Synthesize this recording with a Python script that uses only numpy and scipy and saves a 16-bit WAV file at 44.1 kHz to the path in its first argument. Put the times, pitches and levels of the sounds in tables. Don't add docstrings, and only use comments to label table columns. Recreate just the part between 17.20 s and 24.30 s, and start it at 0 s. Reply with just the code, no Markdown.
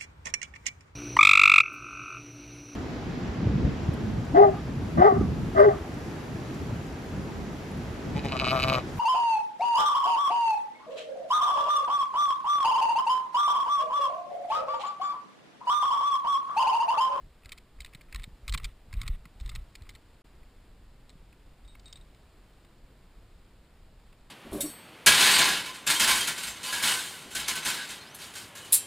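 import sys
import numpy as np
from scipy import signal
from scipy.fft import rfft, irfft, next_fast_len
from scipy.io import wavfile
from scipy.ndimage import uniform_filter1d, minimum_filter1d

SR = 44100
rng = np.random.default_rng(int(sys.argv[2]) if len(sys.argv) > 2 else 0)


def invert_db(x):
    u = np.asarray(x, float) / 20
    return 10 ** u


def transcribe(u):
    v = np.clip(np.atleast_2d(u).T, -1, 1)
    q = np.round(v * 32767).astype(np.int16)
    wavfile.write(sys.argv[1], SR, q)


N = 313095

# pitch_hz, width_hz, level_db
KNOCK_MODES = [(1069, 99, 1), (1294, 170, 0)]
BODY_MODES = [(1635, 150, -4.5), (1980, 280, 4), (2430, 430, 3.5), (2647, 450, 1)]
EDGE_MODES = [(3104, 130, -4.5), (3490, 580, -3.5), (4050, 710, -2), (4490, 420, 0), (5210, 1850, -9)]
# start_s, end_s, level_db
SCRAPES = [(0.241, 0.401, -79), (0.606, .82, -78), (0.913, 1.038, -62), (1.281, 1.427, -68),
           (1.409, 1.522, -65.5), (1.715, 1.794, -64.5), (1.795, 1.963, -60.5), (2.231, 2.345, -66.5),
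           (2.336, 2.43, -69), (2.614, 2.78, -90), (4.633, 4.81, -71.5)]
SLOW_HZ = 12000


def unit(x):
    return x / np.sqrt(np.mean(x ** 2))


def shape(x, gain):
    size = next_fast_len(N)
    hz = np.arange(size // 2 + 1) * SR / size
    return irfft(rfft(x, size) * gain(hz), size)[..., :N]


def coloured(points):
    hz, db = np.transpose(points)
    return unit(shape(rng.standard_normal(N), lambda f: invert_db(np.interp(np.log(f + 1), np.log(hz), db))))


def resonate(x, modes):
    out = 0
    for k, (hz, width_hz, db) in enumerate(modes):
        out = out + (-1) ** k * invert_db(db) * signal.lfilter(*signal.iirpeak(hz, hz / width_hz, SR), x)
    return out


def walk(rate_hz):
    hold = int(SR / rate_hz)
    return uniform_filter1d(np.repeat(rng.standard_normal(N // hold + 1), hold), hold)[:N]


def add(out, s, x):
    i = int(s * SR)
    out[i:i + len(x)] += x[:len(out) - i]


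def effort():
    # start_s, end_s, level_db
    tugs = [(0., 0.04, -42), (0.59, 0.668, -42.5), (0.954, 1., -30), (1.302, 1.446, -24.5),
            (1.765, 1.935, -23.5), (2.246, 2.385, -30.5), (2.63, 2.75, -40.5), (3.155, 3.263, -51.5),
            (3.55, 4.1, -51), (4.2, 4.953, -52.5), (5.595, 5.646, -55), (6.15, 6.22, -52.5),
            (6.654, 6.724, -52), (6.9, 6.936, -50)]
    rise_db_per_s, fall_db_per_s = 300, 250
    t = np.arange(N) / SR
    pulls = [db - rise_db_per_s * np.maximum(start - t, 0) - fall_db_per_s * np.maximum(t - end, 0)
             for start, end, db in tugs]
    rest_db = -61 + 4 * walk(7)
    return np.maximum(np.max(pulls, axis=0), rest_db)


def rattles(tap_hz):
    rows, gap_s = [], 0.022
    for start, end, _ in SCRAPES[:-1]:
        gap, size, knock, edge, pitch = rng.standard_normal((10, 5)).T
        times = start - 0.025 + np.cumsum(gap_s * np.exp(0.5 * gap)) - gap_s
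        for s, u, k, e, p in zip(times, size, knock, edge, pitch):
            if s < end - 0.015:
                rows.append((s, -64 + u, -3 + 3.36 * k, -15 + 7.5 * e, 0.0015, tap_hz * np.exp(0.11 * p)))
    return rows


def contacts(effort_db):
    # start_s, level_db, hollow_knock_rel_db, bright_edge_rel_db
    taps = [(0.2337, -58, -15, -16), (.248, -57, -8, 6), (.2573, -46, -19, 0), (0.2928, -46.5, -15, -1),
            (0.3272, -45, -7, 0), (0.3831, -48, -22, -2), (0.6045, -39.5, -27, 3), (0.661, -47.5, -23, -4),
            (0.667, -54, -19, -2), (0.735, -52, -17, -8), (0.815, -52, -15, 1), (.9257, -43, -24, -5),
            (0.9465, -36, -5.5, -1), (.9966, -47.5, -10, -5), (1.021, -54, -9, 1), (1.2796, -33.5, -6, 5.5),
            (1.2861, -39.5, -3, 0), (1.3474, -31, 1, -3.5), (1.3985, -51, -1, -12), (1.728, -43, -7, -4.5),
            (1.738, -45, -21, 0), (1.8054, -60, -1, -11), (1.8154, -35, -3.5, 9), (1.8318, -48.5, 1.5, -4),
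            (1.878, -33, -7, 4.5), (2.0544, -50.5, -2, -6), (2.3164, -53, -1, -12), (2.3516, -41.5, -20, 5),
            (2.7595, -58, -16, 5)]
    # start_s, level_db, bright_edge_rel_db, wedge_pitch_hz
    clinks = [(0.647, -41, 0, 4050), (0.7484, -43.5, 0.5, 4100), (.81, -51, -14, 3030),
              (0.9597, -36.5, -4, 4070), (1.034, -45.5, 3, 3680), (1.0396, -38.5, 1.5, 3960),
              (1.2945, -35, 12, 4460), (1.324, -34.5, 4.5, 4200), (1.338, -33, 6, 3600),
              (2.2002, -50.5, 3, 3620), (2.261, -46, 10, 3700), (2.276, -54, -1, 3830),
              (2.2987, -47, 17, 3730), (2.621, -53, 2, 4050), (2.703, -54, 6, 3880),
              (2.7508, -49.5, 5, 3700), (2.754, -52, -4, 3650)]
    # start_s, level_db, bright_edge_rel_db, wedge_pitch_hz
    skids = [(0.3195, -38, 5.5, 2430), (0.377, -51, 5, 2530), (0.6164, -50, 11, 3700),
             (1.3418, -34, 11, 2390), (1.3765, -36, 3, 4100), (1.433, -51, -3, 2350),
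             (1.4438, -34, 12, 2330), (1.4508, -38.5, 4.5, 2390), (1.8647, -51, -9, 3830),
             (2.208, -52, 7, 3980), (2.2926, -41, 5, 2600), (2.357, -40.5, 2, 2470), (2.5528, -43, 2, 2420),
             (2.6918, -44.5, 4, 3580)]
    # start_s, level_db, bright_edge_rel_db, piece_pitch_hz
    bumps = [(3.2314, -60.5, -13, 2130), (3.894, -51.5, 11, 3860), (3.9015, -54.5, 6, 3840),
             (4.127, -57, -9, 1870), (4.4481, -65, -1, 3770), (4.4776, -60, 6, 3800),
             (4.552, -52.5, -15, 1920), (4.5963, -53, 17, 4600), (4.6577, -54.5, 13, 3700),
             (4.68, -55, 12, 3770), (4.7273, -41, 19, 4700), (4.7563, -55, 8, 3770),
             (4.7717, -53.5, 6, 4550), (4.9468, -59.5, 6, 3670), (5.4476, -61, 3, 3790),
             (6.4481, -67, 5, 3290), (6.9274, -60, -20, 1980)]
    tap_hz = 2180

    def seated_db(s):
        return -8 + 0.42 * (effort_db[int(s * SR)] + 27)

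    rows = [(s, db, knock, edge, 0.0012, tap_hz) for s, db, knock, edge in taps]
    rows += [(s, db, seated_db(s), edge, 0.0008, hz) for s, db, edge, hz in clinks]
    rows += [(s, db, seated_db(s), edge, 0.0034, hz) for s, db, edge, hz in skids]
    rows += [(s, db, -4.5 + 0.14 * edge, edge, 0.0013, hz) for s, db, edge, hz in bumps]
    return rows + rattles(tap_hz)


def ticks(hits, span=2000):
    out, t = np.zeros(N), np.arange(span) / SR
    for s, db, knock_db, edge_db, chatter_s, hit_hz in hits:
        fade = np.exp(-np.maximum(t - chatter_s, 0) / 0.0032)
        fade += 0.039 * np.exp(-t / 0.0028) + 0.4 * np.exp(-t / 0.00056)
        chatter = rng.standard_normal(span) * fade * np.minimum(t / 0.00029, 1)
        chatter[8] += 5.0
        parts = []
        for modes in (KNOCK_MODES, BODY_MODES, EDGE_MODES):
            varied = [(hz, width, g + 1.5 * rng.standard_normal()) for hz, width, g in modes]
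            parts.append(unit(resonate(chatter, varied)))
        knock, body, edge = parts
        crack = unit(resonate(rng.standard_normal(span) * fade, [(3100, 2600, 0)]))
        bunch = body + invert_db(edge_db) * edge + invert_db(min(edge_db, 0) - 3.5) * crack
        wedge = unit(resonate(chatter, [(hit_hz, 320, 0)]))
        bright = bunch + invert_db(max(edge_db, 0) - 4.5) * wedge
        peak = uniform_filter1d(bright ** 2, size=70).max()
        add(out, s - 0.0003, invert_db(db + 0.95) * (invert_db(knock_db) * knock + bright) / np.sqrt(peak))
    return out


def grit():
    t, ease_s = np.arange(N) / SR, 0.012
    drag = 0
    for start, end, db in SCRAPES:
        drag = drag + invert_db(db) * np.clip(np.minimum(t - start, end - t) / ease_s + 0.5, 0, 1)
    grains = rng.standard_normal(N) * invert_db(3.0 * walk(150))
    modes = [*KNOCK_MODES, *BODY_MODES, *EDGE_MODES[:3], (2330, 5900, -10.0)]
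    return drag * unit(resonate(grains, modes))


def chinks():
    # start_s, peak_db, t60_s, free_s until it is touched
    strikes = [
        (4.449, -67, 0.056, .02),
        (4.479, -62.5, 0.34, 0.078),
        (4.658, -55, 0.2, .062),
        (4.728, -52, 0.039, .02),
        (4.758, -53, 0.07, 0.034),
        (4.812, -60, 0.043, .015),
        (1.768, -59.5, 0.043, .02),
    ]
    # pitch_hz, level_db, t60_factor
    modes = [(3757, 7, 0.93), (3800, -10, 0.54), (4070, -11.5, 4.6), (3130, -28, 1.2), (4600, -7, .4)]
    out, t = np.zeros(N), np.arange(SR // 8) / SR
    for s, db, t60, free_s in strikes:
        ring = sum(invert_db(g) * np.sin(2 * np.pi * hz * t) * np.exp(-np.log(1000) * t / (t60 * factor))
                   for hz, g, factor in modes)
        add(out, s, invert_db(db) * ring * np.exp(-np.maximum(t - free_s, 0) / 0.003))
    return out


def thuds():
    # peak_s, level_db, pitch_hz
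    heaves = [(0.261, -41, 58.4), (0.608, -45, 55.5), (0.95, -29.5, 47.4), (.999, -32.5, 39.8),
              (1.075, -45, 36.8), (1.136, -38.5, 35.7), (1.236, -44, 44.2), (1.299, -27, 52),
              (1.319, -29, 48), (1.343, -25, 43), (1.385, -35, 40), (1.43, -36.5, 38.8),
              (1.455, -30.5, 35.6), (1.551, -42, 34.6), (1.741, -28.5, 55), (1.775, -22.5, 39.6),
              (1.865, -28, 40.2), (1.905, -20, 39.8), (1.947, -34, 38), (2.0, -45, 32.5), (2.162, -40, 41),
              (2.217, -29.5, 47.6), (2.258, -27, 38), (2.345, -35, 37.7), (2.385, -28.5, 38.1),
              (2.62, -35.5, 54.3), (2.663, -39, 36), (4.455, -45, 42.3), (4.551, -45.5, 40)]
    # peak_s, level_db, pitch_hz
    nods = [(0.07, -50, 141), (.753, -39.5, 132), (0.977, -51, 112), (1.078, -38.5, 137), (1.297, -41, 107),
            (1.353, -33, 145), (1.403, -45, 136), (1.686, -46.5, 114.6), (1.752, -35.5, 97),
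            (1.777, -47, 110), (1.815, -41, 125), (1.842, -38, 113.5), (1.867, -41, 109),
            (1.894, -32.5, 121), (2.06, -42, 142), (2.21, -50, 119), (2.274, -42, 105), (2.318, -51, 135),
            (2.368, -43, 124), (3.932, -47, 142), (3.956, -43, 158), (4.788, -46, 107)]
    out = np.zeros(N)
    for s, db, hz in [*heaves, *nods]:
        cycles = np.arange(int(5 * SR / hz)) * hz / SR
        envelope = np.minimum(cycles / 0.286, 1) * np.exp(-np.maximum(cycles - 0.5, 0) / 0.54)
        add(out, max(s - 0.3 / hz, 0), invert_db(db - 1.0) * np.sin(2 * np.pi * cycles) * envelope)
    return out


def jolts(effort_db):
    # pitch_hz, width_hz, level_db
    modes = [(21.7, 23.6, 1.9), (45.1, 20.15, 3.5), (85.7, 25, -11), (125, 36.3, -14.5), (209, 57, -32.5)]
    sway_db = -57.0 + 0.61 * (effort_db + 56.5) + 1.3 * walk(27)
    return invert_db(sway_db) * unit(resonate(rng.standard_normal(N), modes))


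def hiss():
    # pitch_hz, density_db per Hz
    spectrum = [(60, -9), (110, -13), (290, -19), (430, -22), (840, -26.5), (1310, -29), (2500, -32.5),
                (4400, -34.5), (6000, -37.5)]
    return invert_db(-58.5 + 0.5 * walk(2.926)) * coloured(spectrum)


def scene():
    effort_db = effort()
    metal = ticks(contacts(effort_db)) + grit() + chinks()
    mono = metal + thuds() + jolts(effort_db) + hiss()
    return np.array([mono, mono])


def hold_samples(dry):
    fast_hz, top_hz = 48000, 15330
    t = np.arange(N) / SR
    base = shape(dry, lambda f: (f < SLOW_HZ / 2) / np.sqrt(1 + (f / 5450) ** 26))
    mirrored = base * (1 + 2 * np.cos(2 * np.pi * SLOW_HZ * t))
    return shape(mirrored, lambda f: np.sinc(f / SLOW_HZ) / np.sinc(f / fast_hz) / (1 + (f / top_hz) ** 160))


def thin_treble(x, split_hz=11300, near=1000):
    top = shape(x[0], lambda f: 1 / (1 + (split_hz / (f + 1)) ** 30))
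    power = uniform_filter1d(top ** 2, size=128) + 1e-18
    click = -minimum_filter1d(-power, size=near, origin=-near // 4)
    keep = uniform_filter1d(1 / (1 + (click / power / invert_db(38)) ** 3), size=64)
    cells = signal.stft(top * keep, nperseg=2048)[2]
    usual = uniform_filter1d(np.abs(cells), size=60, axis=0)
    strong = cells * (np.abs(cells) > 1.05 * usual)
    sparse = signal.istft(strong, nperseg=2048)[1][:N]
    return x - top + 1.28 * sparse


def side_fuzz(held):
    # pitch_hz, density_db per Hz
    spectrum = [(59, -48), (100, -16), (357, -2), (2500, -2), (4540, -3), (5940, -8), (6670, -6.5),
                (8910, -9.5), (10000, -22), (13000, -29), (22000, -120)]
    busy = uniform_filter1d(shape(held[0], lambda f: f / (f + 500)) ** 2, size=1024)
    noise = shape(coloured(spectrum), lambda f: 1 - 1.1 * np.exp(-((f - SLOW_HZ / 2) / 330) ** 4))
    return invert_db(-78) * noise / (1 + busy / invert_db(-102)) * np.array([[1], [-1]])


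def roll_off(x):
    return signal.sosfilt(signal.butter(12, 16520, fs=SR, output="sos"), x)


def record(dry):
    # silent_from_s, silent_to_s, fade_in_s
    gap = (3.0195, 3.041, 0.0049)
    start, end, fade = gap
    t = np.arange(N) / SR
    held = hold_samples(dry)
    gate = np.where(t < start, 1, np.clip((t - end) / fade, 0, 1))
    return roll_off(gate * (thin_treble(held) + side_fuzz(held)))


dry = scene()
out = record(dry)
transcribe(out)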